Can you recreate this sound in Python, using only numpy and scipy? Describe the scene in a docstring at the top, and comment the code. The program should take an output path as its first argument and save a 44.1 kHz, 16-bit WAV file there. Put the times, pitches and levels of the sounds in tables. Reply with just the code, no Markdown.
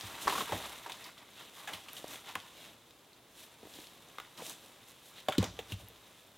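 """Forest floor, several metres away: someone pulls a long dead branch from a pile of sticks and walks off.
Dry leaves crunch under boots and wood, soil scuffs, twigs scrape, snap and knock; the branch judders free.
It is dropped, tip first, then its heavy end thumps on the soil and rattles to rest.
Blows ring the branch and scatter off the trunks. The still forest hushes behind it all."""
import sys
import numpy as np
from scipy import signal
from scipy.fft import rfft, irfft, next_fast_len
from scipy.io import wavfile

SR = 44100
rng = np.random.default_rng(int(sys.argv[2]) if len(sys.argv) > 2 else 0)


def wav_out(sig):
    """Save sig, one row per channel (or a flat mono array), as 16-bit PCM at SR to the path in sys.argv[1]."""
    wavfile.write(sys.argv[1], SR, np.round(np.clip(np.atleast_2d(sig).T, -1, 1) * 32767).astype(np.int16))


N = 281005
TIME = np.arange(N) / SR
FFT_SIZE = 2 * next_fast_len(N // 2 + 8192)


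def from_db(db):
    return 10 ** (np.asarray(db) / 20)


def unit_rms(x):
    return x / np.sqrt(np.mean(x ** 2) + 1e-20)


def bin_gains(spectrum):
    """Rows of f/Hz, level/dB as gains at the FFT bins."""
    hz, db = np.transpose(spectrum)
    bin_hz = np.maximum(np.arange(FFT_SIZE // 2 + 1) * SR / FFT_SIZE, 1)
    return from_db(np.interp(np.log(bin_hz), np.log(hz), db))


def colour(x, spectrum):
    """Minimum-phase filter; white noise keeps its power."""
    cepstrum = irfft(np.log(unit_rms(bin_gains(spectrum))))
    cepstrum[1:FFT_SIZE // 2] *= 2
    cepstrum[FFT_SIZE // 2 + 1:] = 0
    return irfft(rfft(x, FFT_SIZE) * np.exp(rfft(cepstrum)))[:N]


def drift(rate_hz):
    """Straight lines between Gaussian random values."""
    knots = rng.standard_normal(4096)
    return np.interp(TIME * rate_hz, np.arange(len(knots)), knots)


def ring(x, hz, t60_s):
    """Resonator, peak gain 1, zero at DC."""
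    r, w = from_db(-60 / (t60_s * SR)), 2 * np.pi * hz / SR
    return signal.lfilter(np.array([1, 0, -1]) * (1 - r * r) / 2, [1, -2 * r * np.cos(w), r * r], x + 1e-18)


def grains(per_s, spread_db):
    """Random clicks, many small, few large; unit power."""
    sizes = from_db(spread_db * np.minimum(rng.exponential(1, N), 4)) * rng.choice([-1, 1], N)
    return unit_rms(sizes * (rng.random(N) < per_s / SR))


def add(track, at_s, sound):
    start = int(at_s * SR)
    track[start:start + len(sound)] += sound[:N - start]


def with_pushes(steady_db, pushes, release_ratio=1.15):
    """Steady level plus pushes that build and ease off more slowly; power sum in dB."""
    power = from_db(steady_db) ** 2
    for peak_s, db, swell_s in pushes:
        width_s = np.where(TIME < peak_s, swell_s, release_ratio * swell_s)
        power += from_db(db) ** 2 * np.exp(-np.minimum(((TIME - peak_s) / width_s) ** 2 / 2, 50))
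    return 10 * np.log10(power)


def forest_hush(level_db=-64):
    """Steady, dark noise of the still forest."""
    spectrum = [(20, -31), (35, -6), (60, -7), (115, -2.5), (200, -4), (500, -4), (1000, -9), (1800, -14.5),
                (2600, -17), (3550, -14.5), (4700, -19), (8000, -25), (16000, -24)]  # f/Hz, density/dB
    return from_db(level_db) * unit_rms(colour(rng.standard_normal(N), spectrum))


def leaves(drive_db, body_db, crisp_db=-5.5, body_hz=5000):
    """Leaves crumple in clumps of tiny fractures over a swish; stiff ones crack at their own pitch."""
    spectrum = [(300, -11.5), (900, -5), (2000, -3.5), (2800, 1), (3750, 4), (4600, -6.5), (7000, -6),
                (11000, -8.5), (14500, -10.5), (16000, -17)]  # dry leaves: f/Hz, density/dB
    per_s = 5000 * from_db(.5 * (drive_db + 53))  # more pressure, more fractures
    clumps = from_db(1.9 * drift(85))
    crackle = grains(per_s, spread_db=3.1)
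    cracks = grains(.12 * per_s, spread_db=2.4)
    pitches_hz = np.geomspace(1600, 14000, 14)
    pitch_index = rng.integers(0, len(pitches_hz), N)
    crisp = sum(unit_rms(ring(cracks * (pitch_index == k), hz, 9 / hz)) * np.sqrt(hz)
                for k, hz in enumerate(pitches_hz))
    crunch = clumps * (crackle + from_db(crisp_db) * unit_rms(crisp))
    swish = rng.standard_normal(N)
    rustle = unit_rms(colour(crunch + swish, spectrum))
    body = signal.sosfiltfilt(signal.butter(2, body_hz, fs=SR, output="sos"), rustle)
    return from_db(drive_db + 3) * (rustle + (from_db(body_db) - 1) * body)


def twig_scraping(drive_db):
    """Bark sticks and slips on twigs; each slip rings their modes at random strengths."""
    stick_modes = [(643, -1.5, 0.032), (795, 0.5, 0.11), (935, 1.5, 0.029), (1038, -0.5, 0.026),
                   (1178, -0.5, 0.019), (1373, -4, 0.019), (1650, -6.5, 0.012), (2014, -3.5, 0.0063),
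                   (2590, -7, 0.017)]  # thin dry sticks: f/Hz, level/dB, t60/s
    slips = grains(1600, spread_db=2.0) * from_db(1.8 * drift(60))
    rings = sum(from_db(db + 2 * drift(9)) * ring(slips * rng.standard_normal(N), hz, t60_s)
                for hz, db, t60_s in stick_modes)
    return from_db(drive_db - 3.8) * unit_rms(rings)


def soil_scuffing(drive_db):
    """Boots and wood push through loose soil."""
    spectrum = [(30, -15), (60, -44), (105, -1), (150, -0.5), (280, 2.5), (480, -1), (700, -0.5),
                (1300, -14.5), (4000, -79)]  # soil grains: f/Hz, density/dB
    return from_db(drive_db - 2.0) * unit_rms(colour(grains(1500, spread_db=3.5), spectrum))


def litter(haul_db=-52):
    """One stir drives leaves, twigs and soil; crunches and scrapes swell out of it."""
    stir = [(0, -52.5), (.2, -52.5), (.45, -52), (.66, -51), (.82, -58), (1.08, -57), (1.13, -63.5),
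            (1.5, -63.5), (2.1, -58.5), (2.68, -63.5), (2.85, -68), (3.25, -68), (3.7, -63), (5.4, -64.5),
            (6.15, -64), (6.37, -67)]  # leaves, loud in the haul, faint in the carry: t/s, level/dB
    # boot or branch presses down: peak t/s, leaf level/dB, swell/s, soil/dB re leaf, body/dB re leaf
    crunches = [(0.229, -46, 0.0096, -7, -12), (.315, -45.5, 0.027, -1.5, 0), (0.394, -44.5, 0.021, -2, -1),
                (.565, -64, 0.022, 19.5, -1), (1.416, -60.5, 0.044, -3, 4.5), (1.6, -57, 0.038, -10, -2.5),
                (1.735, -56, 0.034, -8, -1), (1.97, -53, 0.017, -3.5, -9), (2.125, -50.5, 0.026, -4, -3.5),
                (2.295, -58, 0.017, 0, 6), (2.631, -60, 0.044, 1.5, 3.5), (3.406, -55, 0.031, -10, -4.5),
                (3.78, -56, 0.052, -3.5, -4), (4.397, -54.5, 0.012, 2.5, -4), (4.479, -48, 0.031, -7.5, -6),
                (4.64, -61.5, 0.046, 0, -5), (4.895, -58, .015, -20, -19), (5.075, -59.5, 0.027, -18, -11),
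                (5.182, -61.5, 0.017, -2, 8), (5.438, -55, 0.014, 8, -11), (5.714, -53.5, 0.014, -2, 0),
                (5.805, -57, 0.01, -1, -2.5)]
    scrapes = [(.345, -52, 0.03), (.905, -50, 0.011), (1.085, -50, 0.0082), (1.209, -56, 0.02),
               (1.41, -52, 0.009), (1.6, -52, 0.026), (1.735, -44.5, 0.021), (1.885, -53, .015),
               (2.12, -51, 0.036), (2.295, -43, 0.01), (4.22, -58.5, 0.034), (4.4, -46.5, 0.012),
               (4.5, -48.5, 0.0086), (5.33, -47, 0.025), (5.435, -42, 0.02), (5.61, -55, 0.035)]  # bark slides over a stick: peak t/s, level/dB, swell/s
    stir_db = np.interp(TIME, *np.transpose(stir))
    effort_db = stir_db - haul_db
    peak_s, push_db, swell_s, soil_rel_db, body_rel_db = np.transpose(crunches)
    leaf_db = with_pushes(stir_db, zip(peak_s, push_db, swell_s))
    body_db = with_pushes(stir_db, zip(peak_s, push_db + body_rel_db, swell_s))
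    soil_db = with_pushes(-55.5 + 0.99 * effort_db, zip(peak_s, push_db + soil_rel_db, swell_s))
    twig_db = with_pushes(-45.5 + 1.486 * effort_db, scrapes)
    return leaves(leaf_db, body_db - leaf_db) + twig_scraping(twig_db) + soil_scuffing(soil_db)


def snaps(tick_db=-10, first_crack=8, ring_cycles=8):
    """Dry fibres part with one sharp crack and a short burst of smaller ones."""
    breaks = [(.01, -26, 0.001, 3380), (.298, -25.5, 0.011, 2850), (0.92, -30, 0.0055, 3500),
              (1.042, -37.5, 0.007, 4700), (1.179, -40.5, .009, 3340), (1.676, -36, 0.0042, 6900),
              (1.734, -27.5, 0.014, 3060), (1.885, -35, 0.012, 2950), (1.9322, -28.5, .0006, 12500),
              (1.966, -35, .014, 3400), (2.081, -35, .0016, 7000), (2.354, -30, .0012, 12000),
              (2.402, -33.5, .0009, 3300), (2.9088, -41, .001, 3800), (3.132, -45, .001, 4000),
              (3.738, -41, .006, 3400), (3.87, -38.5, .004, 3900), (4.376, -38, .014, 3400),
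              (4.465, -33, .0036, 6200), (4.497, -28, .0013, 7260), (5.299, -32, 0.0011, 11000),
              (5.3814, -39, 0.0048, 7200), (5.3821, -16, 0.0036, 3600), (5.429, -33, 0.0026, 6500),
              (5.442, -28, .004, 5600), (5.721, -28.5, .006, 2920), (5.8855, -35.5, .0006, 13100)]  # twigs and leaves: t/s, peak level/dB, decay/s, f/Hz
    track, t = np.zeros(N), TIME[:SR // 10]
    for at_s, db, decay_s, hz in breaks:
        cracks = rng.laplace(0, 1, len(t)) * np.exp(-t / decay_s) + first_crack * (t == 0)
        burst = unit_rms(ring(cracks, hz, ring_cycles / hz)) + from_db(tick_db) * unit_rms(cracks)
        add(track, at_s, from_db(db) * burst / np.abs(burst).max())
    return track


def branch_ring(blows):
    """The long dry limb rings on faintly after each blow."""
    modes = [(61.5, 7.5, 1), (97.6, -2, 0.45), (182.6, -10, 0.75), (300, -16, 0.2), (450, -7.5, 0.11),
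             (655, -24, 0.3), (762, 0, 0.042), (1100, 0, 0.25), (1210, -6, 0.12), (1440, 3, 0.38),
             (2560, -25, 0.17), (3760, -29, 0.18)]  # f/Hz, gain/dB, t60/s
    return sum(from_db(db) * ring(blows, hz, t60_s) for hz, db, t60_s in modes)


def trunk_echoes(blows, near_db=-11.5, near_t60_s=0.27, far_db=-17.5, far_t60_s=0.68):
    """Near trunks scatter the sound at once; the deeper forest returns a faint long tail."""
    spectrum = [(20, -17), (45, 4), (62, 5), (100, 0.5), (160, -1.5), (250, -7.5), (600, -2), (1300, -5),
                (3500, 3.5), (6000, 6), (16000, -7.5)]  # f/Hz, relative gain/dB
    near = rng.standard_normal(N) * from_db(-60 * TIME / near_t60_s) * (TIME > .006)
    far = rng.standard_normal(N) * from_db(-60 * TIME / far_t60_s) * (1 - np.exp(-TIME / 0.037))
    response = (from_db(near_db) * unit_rms(near) + from_db(far_db) * unit_rms(far)) / np.sqrt(N)
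    return colour(signal.fftconvolve(blows, response[:2 * SR])[:N], spectrum)


def thumps():
    """Low bending waves build last, so each thump sinks in pitch before the soil smothers it."""
    landings = [(0.032, -32.5, 0.0063), (0.52, -27, 0.0054), (1.733, -46.5, 0.0018), (2.356, -46, 0.00087),
                (5.3821, -16, 0.0017), (5.718, -21, 0.0067), (5.785, -43, 0.0071), (5.825, -34.5, 0.007)]  # weight on soil: t/s, level/dB, contact/s
    modes = [(59, -27, 0.022), (102.6, -10.5, 0.018), (188.4, -9.5, 0.014), (252, -5.5, 0.0044),
             (290, -1, 0.0033), (463, -11.5, 0.0065)]  # heavy limb on soft ground: f/Hz, level/dB, swell/s
    track, t = np.zeros(N), TIME[:SR // 3]
    for at_s, db, contact_s in landings:
        for hz, mode_db, swell_s in modes:
            rolloff = 1 / np.sqrt(1 + (2 * hz * contact_s) ** 4 / 2)  # soft landing: low modes only
            envelope = t / swell_s * np.exp((1 - (t / swell_s) ** 2) / 2)
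            add(track, at_s, from_db(db + mode_db) * rolloff * envelope * np.sin(2 * np.pi * hz * t))
    return track


def knocks(ring_cycles=2.15, chatter_db=-5.5, body_db=-8.5):
    """A blow rings the stick; bark chatters and splinters, and the whole length answers lower down."""
    # wood on wood or ground: t/s, level/dB, f/Hz, chatter decay/s, splintering/dB re knock
    strikes = [(0.26, -34, 239, .0015, -18), (0.2723, -23.5, 1070, .003, -21),
               (0.2776, -17, 1026, 0.0047, -34), (0.496, -37.5, 450, 0.0073, -13),
               (0.521, -27.5, 865, 0.0086, -10), (0.527, -28, 580, 0.01, -12),
               (.8615, -35, 956, 0.0091, -15), (.896, -37, 948, 0.0099, -3),
               (1.674, -36.5, 1695, 0.016, -4.5), (1.677, -41.5, 826, 0.021, -17),
               (1.688, -34, 1650, 0.0061, -10), (2.043, -32.5, 542, 0.0014, -23),
               (2.157, -45, 660, 0.0028, 5), (2.3534, -28, 1680, .0025, 0),
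               (2.3564, -31, 1050, 0.0089, -25), (3.631, -42, 466, 0.0026, -25),
               (3.653, -42.5, 327, .0015, -17), (3.671, -48.5, 440, 0.0017, -25),
               (3.787, -42.5, 320, 0.0024, -6), (4.1838, -31, 1225, 0.0019, -6),
               (4.1995, -35.5, 1220, 0.0021, 0), (4.42, -36.5, 496, 0.0041, -9),
               (5.2847, -19, 605, 0.0054, -10), (5.322, -35.5, 1350, 0.01, -1),
               (5.35, -38, 1450, .0055, -8), (5.427, -28, 496, 0.0038, -5),
               (5.4403, -32.5, 443, 0.0039, -3), (5.59, -35.5, 467, 0.0093, -4),
               (5.901, -51.5, 450, .0083, -13)]
    partials = [(.45, -15.5), (1.001, 3.5), (1.228, -5), (1.7, -10)]  # struck stick: frequency ratio, level/dB
    splinter_spectrum = [(40, -9), (200, -14), (900, -24), (1800, 6), (3600, 11), (4600, -10), (7000, -3),
                         (11000, -12.5), (16000, -8)]  # f/Hz, density/dB
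    wood, splinters, t = np.zeros(N), np.zeros(N), TIME[:SR // 6]
    for at_s, db, hz, decay_s, splinter_db in strikes + judder():
        envelope = np.exp(-t / decay_s) * (1 - np.exp(-t / 0.00018))
        contacts, bark = rng.standard_normal((2, len(t))) * envelope
        t60_s = ring_cycles / hz + 4.16 * decay_s  # a freer stick chatters and rings longer
        tone = sum(from_db(partial_db) * np.sin(2 * np.pi * (hz * ratio * t + rng.random()))
                   for ratio, partial_db in partials)
        blow = tone * from_db(-60 * t / t60_s) * (1 - np.exp(-t * hz))
        chatter = ring(contacts, hz, ring_cycles / hz)
        bending = rng.standard_normal(len(t)) * t * np.exp(-t / decay_s)  # slow waves, late peak
        body = signal.sosfilt(signal.butter(2, [hz / 4, hz * 1.28], "band", fs=SR, output="sos"), bending)
        for part, part_db in ((blow, 0), (chatter, chatter_db), (body, body_db)):
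            add(wood, at_s, from_db(db + part_db) * part / np.abs(part).max())
        add(splinters, at_s, from_db(db + splinter_db) * bark)
    return wood + colour(splinters, splinter_spectrum)


def judder(start_s=.298, period_s=.0272, count=5, centre_hz=1080, spread_oct=.14):
    """The hauled branch catches and slips almost regularly; one knock row per catch."""
    level_db, decay_s, splinter_db = -27, .01, -16
    catches = []
    for k, (lag, grip) in enumerate(rng.normal(0, 1, (count, 2))):
        at_s = start_s + period_s * (k + .05 * lag)
        hz = centre_hz * 2 ** (spread_oct * grip)  # new grip point, new pitch
        catches.append((at_s, level_db, hz, decay_s, splinter_db))
    return catches


def stereo(mid, diffuse_db=-70):
    """Action central, some treble scattered sideways; diffuse hush from all around."""
    width = [(100, -38), (1000, -31), (3000, -25.5), (5500, -17), (10000, -15), (15000, -14.5)]  # f/Hz, side re mid/dB
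    diffuse_spectrum = [(18, -51), (30, -1), (134, -3), (499, -3), (600, -4), (4780, -10), (16000, -7)]  # hush: f/Hz, density/dB
    scatter = rfft(rng.standard_normal(N) * np.exp(-TIME / .012), FFT_SIZE)
    side = irfft(rfft(mid, FFT_SIZE) * scatter / np.abs(scatter) * bin_gains(width))[:N]
    side += from_db(diffuse_db) * unit_rms(colour(rng.standard_normal(N), diffuse_spectrum))
    return np.array([mid + side, mid - side])


def scene():
    """Branch and boots among the trees, over the hush."""
    rustle = litter()
    blows = knocks() + snaps() + thumps()
    return stereo(forest_hush() + rustle + blows + branch_ring(blows) + trunk_echoes(blows))


def record(dry):
    """Band limit: 40 Hz to 15.9 kHz."""
    dry = signal.sosfilt(signal.butter(2, 40, "high", fs=SR, output="sos"), dry)
    return signal.sosfilt(signal.ellip(10, .2, 70, 15900, fs=SR, output="sos"), dry)


dry = scene()
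out = record(dry)
wav_out(out)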